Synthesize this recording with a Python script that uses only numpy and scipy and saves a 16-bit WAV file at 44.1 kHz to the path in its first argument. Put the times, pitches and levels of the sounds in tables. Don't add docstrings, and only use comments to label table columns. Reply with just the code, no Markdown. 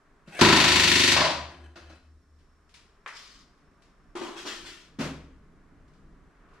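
import sys
import numpy as np
from scipy import signal
from scipy.fft import rfft, irfft, next_fast_len
from scipy.io import wavfile
from scipy.ndimage import map_coordinates

SR = 44100
rng = np.random.default_rng(int(sys.argv[2]) if len(sys.argv) > 2 else 0)


def waveform_to_disk(signal):
    frames = np.transpose(np.atleast_2d(signal))
    scaled = np.clip(frames, -1, 1) * 32767
    samples = np.round(scaled).astype(np.int16)
    wavfile.write(sys.argv[1], SR, samples)


N = 291060
FIRST_BLOW_S = 0.4108

# f/Hz, level/dB
CRACK = [(820, -33.5), (1400, -10), (1640, -7), (1880, -2.5), (2070, -4), (2270, -3), (3040, -2),
         (4510, -3.5), (4880, -10), (6030, -11.5), (10300, -28.5), (13800, -38), (15600, -46.5)]
CLANG = [(260, -43), (450, -10.5), (540, -9), (630, -4), (780, -5.5), (1000, -2), (1160, -6.5), (1610, -8),
         (1750, -6), (2210, -35.5), (3740, -120)]
BOOM = [(15, -70), (40, -36), (110, -12.5), (170, -7), (260, 0.5), (345, 0), (420, -4), (475, -23),
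        (545, -15), (660, -16.5), (900, -40), (1600, -120)]
# f/Hz, level/dB
TIP_NOTES = [(543.7, -51.5), (1028, -43), (1863, -40.5), (2191, -37.5), (2315, -41), (3381, -40),
             (3510, -41), (3580, -38), (3709, -39.5), (4059, -39.5), (4587, -41.5), (4683, -47),
             (5830, -43.5), (6250, -49.5), (6848, -50.5), (6993, -49.5), (7095, -46), (7892, -49.5)]
def rivet_gun(count=19, first_gap_s=0.0378, slowing_s=0.00017):
    k = np.arange(count)
    age = first_gap_s * k + slowing_s * k * (k - 1) / 2
    times, first = FIRST_BLOW_S + age, k == 0
    soft = np.exp(-age / 0.16)
    eased = np.exp((age - age[-1]) / 0.04)
    extra_db = 2.5 * first
    boom_db = -36 + 14.5 * soft + extra_db
    clang_db = -23 - 25 * age + 10 * eased + extra_db
    crack_db = -21.5 + extra_db
    tilt, no_tilt = 2.2 * (1 - soft) + 3.2 * first, np.zeros(count)
    out = hammering(metal(CRACK, ring_db=0), times, crack_db, tilt,
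                    alike=0.88, direct_db=-2.5, direct_s=0.016)
    out += hammering(metal(CLANG, ring_db=-0.5), times + 0.003, clang_db, no_tilt,
                     alike=0.88, direct_db=-2.5, direct_s=0.02)
    out += hammering(colour(BOOM), times + 0.004, boom_db, no_tilt, alike=0.7, direct_db=2, direct_s=0.02)
    shove = frame_ring(rise_s=0.0045)
    tip = [(hz, db, 0.4) for hz, db in TIP_NOTES]
    for s, frame_db, steel_db in zip(times, boom_db, crack_db):
        add(out, s + 0.003, amp(frame_db - 0.5) * shove)
        add(out, s, amp(steel_db - 10.5) * tones(tip, scatter_db=2))
    return out


def hammering(gain, times, levels_db, tilts, alike, direct_db, direct_s):
    out = np.zeros((2, N))
    same = strike(gain, direct_db, direct_s, rise_s=0.00061)
    for s, db, tilt in zip(times, levels_db, tilts):
        fresh = strike(gain, direct_db, direct_s, rise_s=0.0018)
        blow = np.sqrt(alike) * same + np.sqrt(1 - alike) * fresh
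        add(out, s, amp(db) * filtered(blow, lambda hz: amp(tilt * np.log2(np.maximum(hz, 1000) / 3500))))
    return out


# f/Hz, level/dB, ring time/s (the time to fade by 60 dB)
FRAME_NOTES = [(52, -16.5, 0.18), (73.7, -27, 3.9), (78.0, -32.5, 4.3), (100, -11.5, 0.51),
               (159, -7.5, 0.19), (178.7, -20, 0.95), (215.3, -6.5, 0.2), (258.3, -20, 2.1),
               (287, -4, 0.099), (349.4, 1, 0.22), (390, -11.5, .07), (543, -7.5, 0.22)]
def frame_ring(rise_s):
    t = np.arange(2 * SR) / SR
    ring = sum((-1) ** k * amp(db - 60 * t / ring_s) * np.sin(2 * np.pi * hz * t)
               for k, (hz, db, ring_s) in enumerate(FRAME_NOTES))
    return unit_start(ring * (1 - np.exp(-t / rise_s)))


# f/Hz, width/Hz, level/dB (halved when used)
METAL_PEAKS = [(516, 20, -15.5), (1030, 170, -2.5), (1291, 150, -9.5), (1480, 180, -5.5), (1873, 98, 4.5),
               (2170, 97, -5.5), (2650, 220, -12.5), (3550, 17, 1), (4000, 42, -4.5), (4600, 46, 4.5),
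               (5200, 23, -11), (5102, 60, -16.5), (5900, 54, -9.5), (6200, 25, -12), (6900, 33, -12),
               (7890, 32, -14.5), (9700, 140, -19.5), (10500, 83, -23.5)]
def metal(points, ring_db):
    peaks = lambda hz: sum(amp(db / 2) * peak(hz, centre, width) for centre, width, db in METAL_PEAKS)
    return lambda hz: amp(along(points, hz)) * (1 + amp(ring_db) * peaks(hz))


# f/Hz, level/dB
JET = [(1000, -60.5), (3000, -9.5), (5500, -0.5), (7500, -4), (10000, -11.5), (13000, -22.5),
       (15600, -31.5)]
TRIGGER = [(60, -50.5), (130, -10), (175, -0.5), (230, -10), (400, -34), (900, -120)]
def trigger_and_air():
    exhaust = gesture(FIRST_BLOW_S, length_s=0.74, db=-37.5, db_per_s=9, edge_s=0.02)
    out = rub(exhaust, colour(JET), grit_db=0.5)
    add(out, 0.275, amp(-50.5) * strike(colour(TRIGGER), direct_db=10, direct_s=0.015, rise_s=0.005))
    return out


# t/s, level/dB
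SLACK_BLOWS = [(1.164, -21.5), (1.205, -23.5), (1.248, -26), (1.305, -35.5)]
# f/Hz, level/dB
RATTLE = [(71, -47), (120, -11), (169, -5), (199, -16), (350, -8.5), (446, -18), (604, -0.5), (905, -7),
          (981, 0), (1330, -11.5), (1470, -9.5), (3230, -11), (4550, -10), (10000, -34), (15000, -58)]
def slack_blows():
    out, rattle = np.zeros((2, N)), metal(RATTLE, ring_db=-10)
    for s, db in SLACK_BLOWS:
        add(out, s, amp(db) * strike(rattle, direct_db=-12, direct_s=0.0068, rise_s=0.00067))
    return out


# t/s, clank level/dB, frame boom level/dB
TAPS = [(0.274, -57, -59), (0.389, -29.5, -41), (1.756, -50.5, -56.5), (1.894, -56.5, -58)]
# f/Hz, level/dB
CLANK = [(290, -39), (500, -6), (665, -1), (883, -14.5), (1350, -9.5), (2390, -15), (4800, -14.5),
         (12300, -39.5), (15000, -71.5)]
# f/Hz, level/dB, ring time/s
BAR_NOTES = [(724, -11, 0.33), (1430, -4.5, .45), (1660, -0.5, 0.37), (2600, -10.5, .45),
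             (3070, -6.5, 0.33), (4060, -5, .5), (4910, -7, 0.28), (6250, -12.5, .3), (8184, -20.5, .35)]
def taps():
    out, ring = np.zeros((2, N)), frame_ring(rise_s=0.009)
    for s, db, boom_db in TAPS:
        add(out, s, amp(db) * strike(metal(CLANK, ring_db=0), direct_db=-10, direct_s=0.013, rise_s=0.004))
        add(out, s, amp(db - 9.5) * tones(BAR_NOTES, scatter_db=4.5))
        add(out, s, amp(boom_db) * ring)
    return out


# f/Hz, level/dB
CHATTER = [(180, -34.5), (300, -5), (359, 1), (430, -12), (726, -6), (1270, -24.5), (1490, -8), (2040, -6),
           (5180, -23.5), (9490, -25), (15000, -47.5)]
def tip_chatter():
    effort = gesture(0.255, length_s=0.16, db=-63, db_per_s=200, edge_s=0.012)
    return rub(effort, colour(CHATTER), grit_db=3)


# t/s, level/dB
BAR_SCRAPES = [(1.49, -55), (1.595, -56.5), (1.756, -53), (1.865, -54)]
# f/Hz, level/dB
PANEL = [(60, -60), (120, -45), (220, -10), (290, -10.5), (345, 2.5), (400, -8), (600, -48), (1200, -120)]
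def bar_scrapes():
    moves = [gesture(s, length_s=0.126, db=db, db_per_s=-87, edge_s=0.018) for s, db in BAR_SCRAPES]
    effort = np.linalg.norm(moves, axis=0)
    peaks = lambda hz: sum(peak(hz, centre, width_hz=70) for centre, _, _ in BAR_NOTES)
    singing = lambda hz: amp(along(CHATTER, hz)) * (1 + amp(13) * peaks(hz))
    return rub(effort, singing, grit_db=5.5) + amp(-2) * rub(effort, colour(PANEL), grit_db=4.5)


# t/s, level/dB
CLICKS = [(2.3878, -75), (2.692, -68), (2.7405, -55.5), (3.075, -52), (3.174, -66), (3.5757, -78),
          (3.8207, -67), (5.8787, -76), (5.9354, -74), (6.488, -78), (6.5362, -72.5)]
# f/Hz, level/dB
CLICK = [(590, -50), (1000, 0), (1080, -10.5), (1670, -5), (2530, -3), (5110, -5), (10800, -20),
         (15000, -48.5)]
BENCH = [(240, -37), (400, -8.5), (770, -9), (907, -1), (1350, 1), (2150, -0.5), (3500, -14), (5320, -30),
         (6860, -29), (11000, -46), (15000, -64.5)]
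def small_tools():
    out = np.zeros((2, N))
    for s, db in CLICKS:
        add(out, s, amp(db) * strike(colour(CLICK), direct_db=-13, direct_s=0.0043, rise_s=0.00038))
    add(out, 3.061, amp(-40.5) * strike(colour(BENCH), direct_db=3.5, direct_s=0.0033, rise_s=0.00027))
    return out


# t/s, level/dB
THUDS = [(4.987, -35.5), (5.004, -34), (5.036, -37)]
# f/Hz, level/dB
HEAVY = [(60, -40), (115, -10), (147, -0.5), (188, -5), (230, -7), (275, 0.5), (340, -8.5), (630, -11.5),
         (780, -15.5), (1040, -13.5), (2900, -19.5), (6000, -26.5), (11000, -40), (15000, -54)]
# f/Hz, level/dB, ring time/s, rise time/s
BENCH_NOTES = [(68.8, -34, 1.02, 0.13), (153.4, -31, 0.68, 0.022), (228, -26, 0.18, 0.0038),
               (266, -28.5, 0.51, 0.0034)]
def heavy_tool():
    out, t = np.zeros((2, N)), np.arange(SR) / SR
    for s, db in THUDS:
        add(out, s, amp(db) * strike(colour(HEAVY), direct_db=2, direct_s=0.037, rise_s=0.0099))
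    for hz, db, ring_s, rise_s in BENCH_NOTES:
        loudness = amp(db - 60 * t / ring_s) * (1 - np.exp(-t / rise_s))
        add(out, THUDS[0][0], loudness * np.sin(2 * np.pi * hz * t))
    return out


# f/Hz, level/dB
SWISH = [(470, -49), (800, -27), (1170, -1), (1270, -5.5), (2440, -8), (4970, -2.5), (12200, -30.5),
         (14100, -41.5), (15000, -51.5)]
def bench_slide():
    effort = gesture(3.12, length_s=0.34, db=-45, db_per_s=-52, edge_s=0.045)
    return rub(effort, colour(SWISH), grit_db=2)


# t/s, scuff level/dB, panel boom level/dB, drag level/dB
SHOVES = [(4.152, -41, -42, -41.5), (4.211, -41.5, -38.5, -42.5), (4.279, -47.5, -49.5, -57),
          (4.356, -49, -51, -39.5), (4.45, -44.5, -45, -33), (4.644, -57, -65, -40)]
# f/Hz, level/dB
DRAG = [(260, -37), (450, -23), (530, -16), (691, -11), (814, -32), (986, -11), (1230, -4), (1860, -1.5),
        (2040, -5.5), (3180, 0.5), (3630, -4), (5340, -6), (7960, -14), (15500, -37.5)]
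SCUFF = [(350, -30), (420, -11), (575, -7), (787, -6), (1030, -0.5), (1790, -13.5), (3210, -18),
         (6000, -26.5), (8500, -32), (11000, -44), (15000, -65)]
# f/Hz, level/dB, ring time/s
PANEL_NOTES = [(349, 3, 0.47), (363, -8, 0.32)]
def sheet_shoves():
    moves = [gesture(s, length_s=0.25, db=db, db_per_s=-100, edge_s=0.019) for s, _, _, db in SHOVES]
    effort = np.linalg.norm(moves, axis=0)
    out = rub(effort, colour(DRAG), grit_db=1) + amp(-13) * rub(effort, colour(PANEL), grit_db=5)
    for s, scuff_db, boom_db, _ in SHOVES:
        add(out, s, amp(boom_db - 2) * tones(PANEL_NOTES, scatter_db=0.5))
        add(out, s, amp(scuff_db) * strike(colour(SCUFF), direct_db=-3, direct_s=0.0081, rise_s=0.0043))
        add(out, s, amp(boom_db) * strike(colour(PANEL), direct_db=-3, direct_s=0.016, rise_s=0.003))
    return out


# f/Hz, level/dB
RUMBLE = [(11, -30.5), (18, 4), (49, -2.5), (114, -14), (156, -8), (206, -12.5), (288, -10.5), (381, -21),
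          (428, -22.5), (503, -26.5), (600, -26.5), (780, -53.5), (1320, -120)]
VENT = [(240, -27.5), (400, -3), (438, -5), (500, -13.5), (691, -9.5), (846, -14), (1100, -7),
        (1750, -12.5), (4500, -36.5), (5850, -74.5), (9900, -120)]
# t/s, level/dB
RUMBLE_LEVEL = [(0, -64), (2.6, -65), (4, -60), (5.8, -55.5), (6.6, -59.5)]
HEARD_HUM_LEVEL = [(0, -66), (1.6, -64.5), (2.15, -73), (3, -66.5), (6.3, -65.5), (6.6, -58.5)]
def rumble_and_ventilation():
    rumble = amp(over_time(RUMBLE_LEVEL) + 2 * wobble(11)) * room_noise(colour(RUMBLE), N)
    return rumble + amp(over_time(HEARD_HUM_LEVEL) + 0.4 * wobble(4.8)) * room_noise(colour(VENT), N)


# f/Hz, level/dB
LEAK = [(2000, -18), (3500, -0.5), (5500, 0.5), (8000, -4), (11000, -11), (15000, -24.5)]
def air_leak():
    hiss = amp(-80.5) * room_noise(colour(LEAK), N)
    whistle = gesture(1.6, length_s=3.6, db=-84.5, db_per_s=-0.5, edge_s=0.66)
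    return hiss + whistle * room_noise(lambda hz: peak(hz, centre_hz=5400, width_hz=70), N)


# f/Hz, ring time/s
GARAGE_ECHO = [(70, 1), (150, 0.74), (300, .75), (600, 0.59), (2000, 0.56), (6000, 0.5), (12000, .42)]
def strike(gain, direct_db, direct_s, rise_s):
    size = 3 * SR // 4
    hz, frame_s, bands = signal.stft(room_noise(gain, size), SR, nperseg=256)
    fade = amp(-60 * frame_s / along(GARAGE_ECHO, hz)[:, None])
    echoes = signal.istft(bands * fade, SR, nperseg=256)[1][:, :size]
    t = np.arange(size) / SR
    burst = 1 + amp(direct_db) * np.exp(-t / direct_s)
    return unit_start(echoes * burst * (1 - np.exp(-t / rise_s)))


def rub(effort, gain, grit_db):
    pulses = unit(rng.standard_normal(N) * amp(grit_db * wobble(250))) * effort
    out, step = np.zeros((2, N)), SR // 20
    for i in np.unique(np.flatnonzero(effort) // step) * step:
        path = strike(gain, direct_db=12, direct_s=0.00587, rise_s=0.00029)
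        path /= np.linalg.norm(path[0])
        add(out, i / SR, signal.fftconvolve(pulses[None, i:i + step], path, axes=1))
    return out


def tones(notes, scatter_db):
    t = np.arange(3 * SR // 4) / SR
    ring = np.zeros((2, len(t)))
    for hz, db, ring_s in notes:
        loudness = amp(db + rng.normal(0, scatter_db) - 60 * t / ring_s)
        ring += loudness * np.sin(2 * np.pi * hz * t + rng.normal(0, 0.71, (2, 1)))
    return unit_start(ring * (1 - np.exp(-t / 0.0015)))


# f/Hz, level/dB
STEREO_WIDTH = [(30, -11), (130, -23.5), (280, -14.5), (550, -9.5), (1100, -8), (2200, -6), (4500, -3.5),
                (9000, -1)]
def room_noise(gain, size):
    shape = lambda hz: gain(hz) * np.array([np.ones_like(hz), amp(along(STEREO_WIDTH, hz))])
    shared, side = filtered(rng.standard_normal((2, size)), shape)
    return unit(np.array([shared + side, shared - side]))


def gesture(start_s, length_s, db, db_per_s, edge_s):
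    age = np.clip(np.arange(N) / SR - start_s, 0, length_s)
    return np.clip(np.minimum(age, length_s - age) / edge_s, 0, 1) * amp(db + db_per_s * age)


def amp(db):
    return 10 ** (np.asarray(db) / 20)


def unit(x):
    return x / np.sqrt(np.mean(x ** 2) + 1e-20)


def unit_start(x):
    return x / np.sqrt(np.mean(x[..., :SR // 20] ** 2))


def along(points, hz):
    freqs, values = np.transpose(points)
    return np.interp(np.log(hz + 1), np.log(freqs + 1), values)


def over_time(points):
    return np.interp(np.arange(N) / SR, *np.transpose(points))


def colour(points):
    return lambda hz: amp(along(points, hz))


def peak(hz, centre_hz, width_hz):
    return 1 / (1 + (2 * (hz - centre_hz) / width_hz) ** 2)


def wobble(rate):
    return map_coordinates(rng.standard_normal(int(N * rate / SR) + 4), [np.arange(N) * rate / SR])


def filtered(x, response):
    size = x.shape[-1]
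    padded = next_fast_len(size + 4096, real=True)
    return irfft(rfft(x, padded) * response(np.fft.rfftfreq(padded, 1 / SR)), padded)[..., :size]


def add(track, s, sound):
    part = track[:, max(round(s * SR), 0):][:, :sound.shape[-1]]
    part += sound[..., :part.shape[-1]]


# f/Hz, level/dB
LEFT_LEAN = [(60, 0.5), (110, 2.5), (200, 0.5), (380, 0), (700, 2.0), (1290, 1.5), (2380, 4), (4400, 3.5),
             (8120, 1), (15000, -3)]
def scene():
    work = rivet_gun() + trigger_and_air() + slack_blows() + taps() + tip_chatter() + bar_scrapes()
    work += small_tools() + heavy_tool() + bench_slide() + sheet_shoves()
    lag_s = 2.5e-5
    balance = lambda hz: amp(np.outer([0.5, -0.5], along(LEFT_LEAN, hz)))
    delay = lambda hz: np.exp(np.outer([-1, 1], 1j * np.pi * hz * lag_s))
    return filtered(work, lambda hz: balance(hz) * delay(hz)) + rumble_and_ventilation() + air_leak()


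def record(dry):
    ceiling, hardness, top_hz = 0.85, 6, 15700
    rounded = dry / (1 + np.abs(dry / ceiling) ** hardness) ** (1 / hardness)
    return filtered(rounded, lambda hz: hz < top_hz)


dry = scene()
out = record(dry)
waveform_to_disk(out)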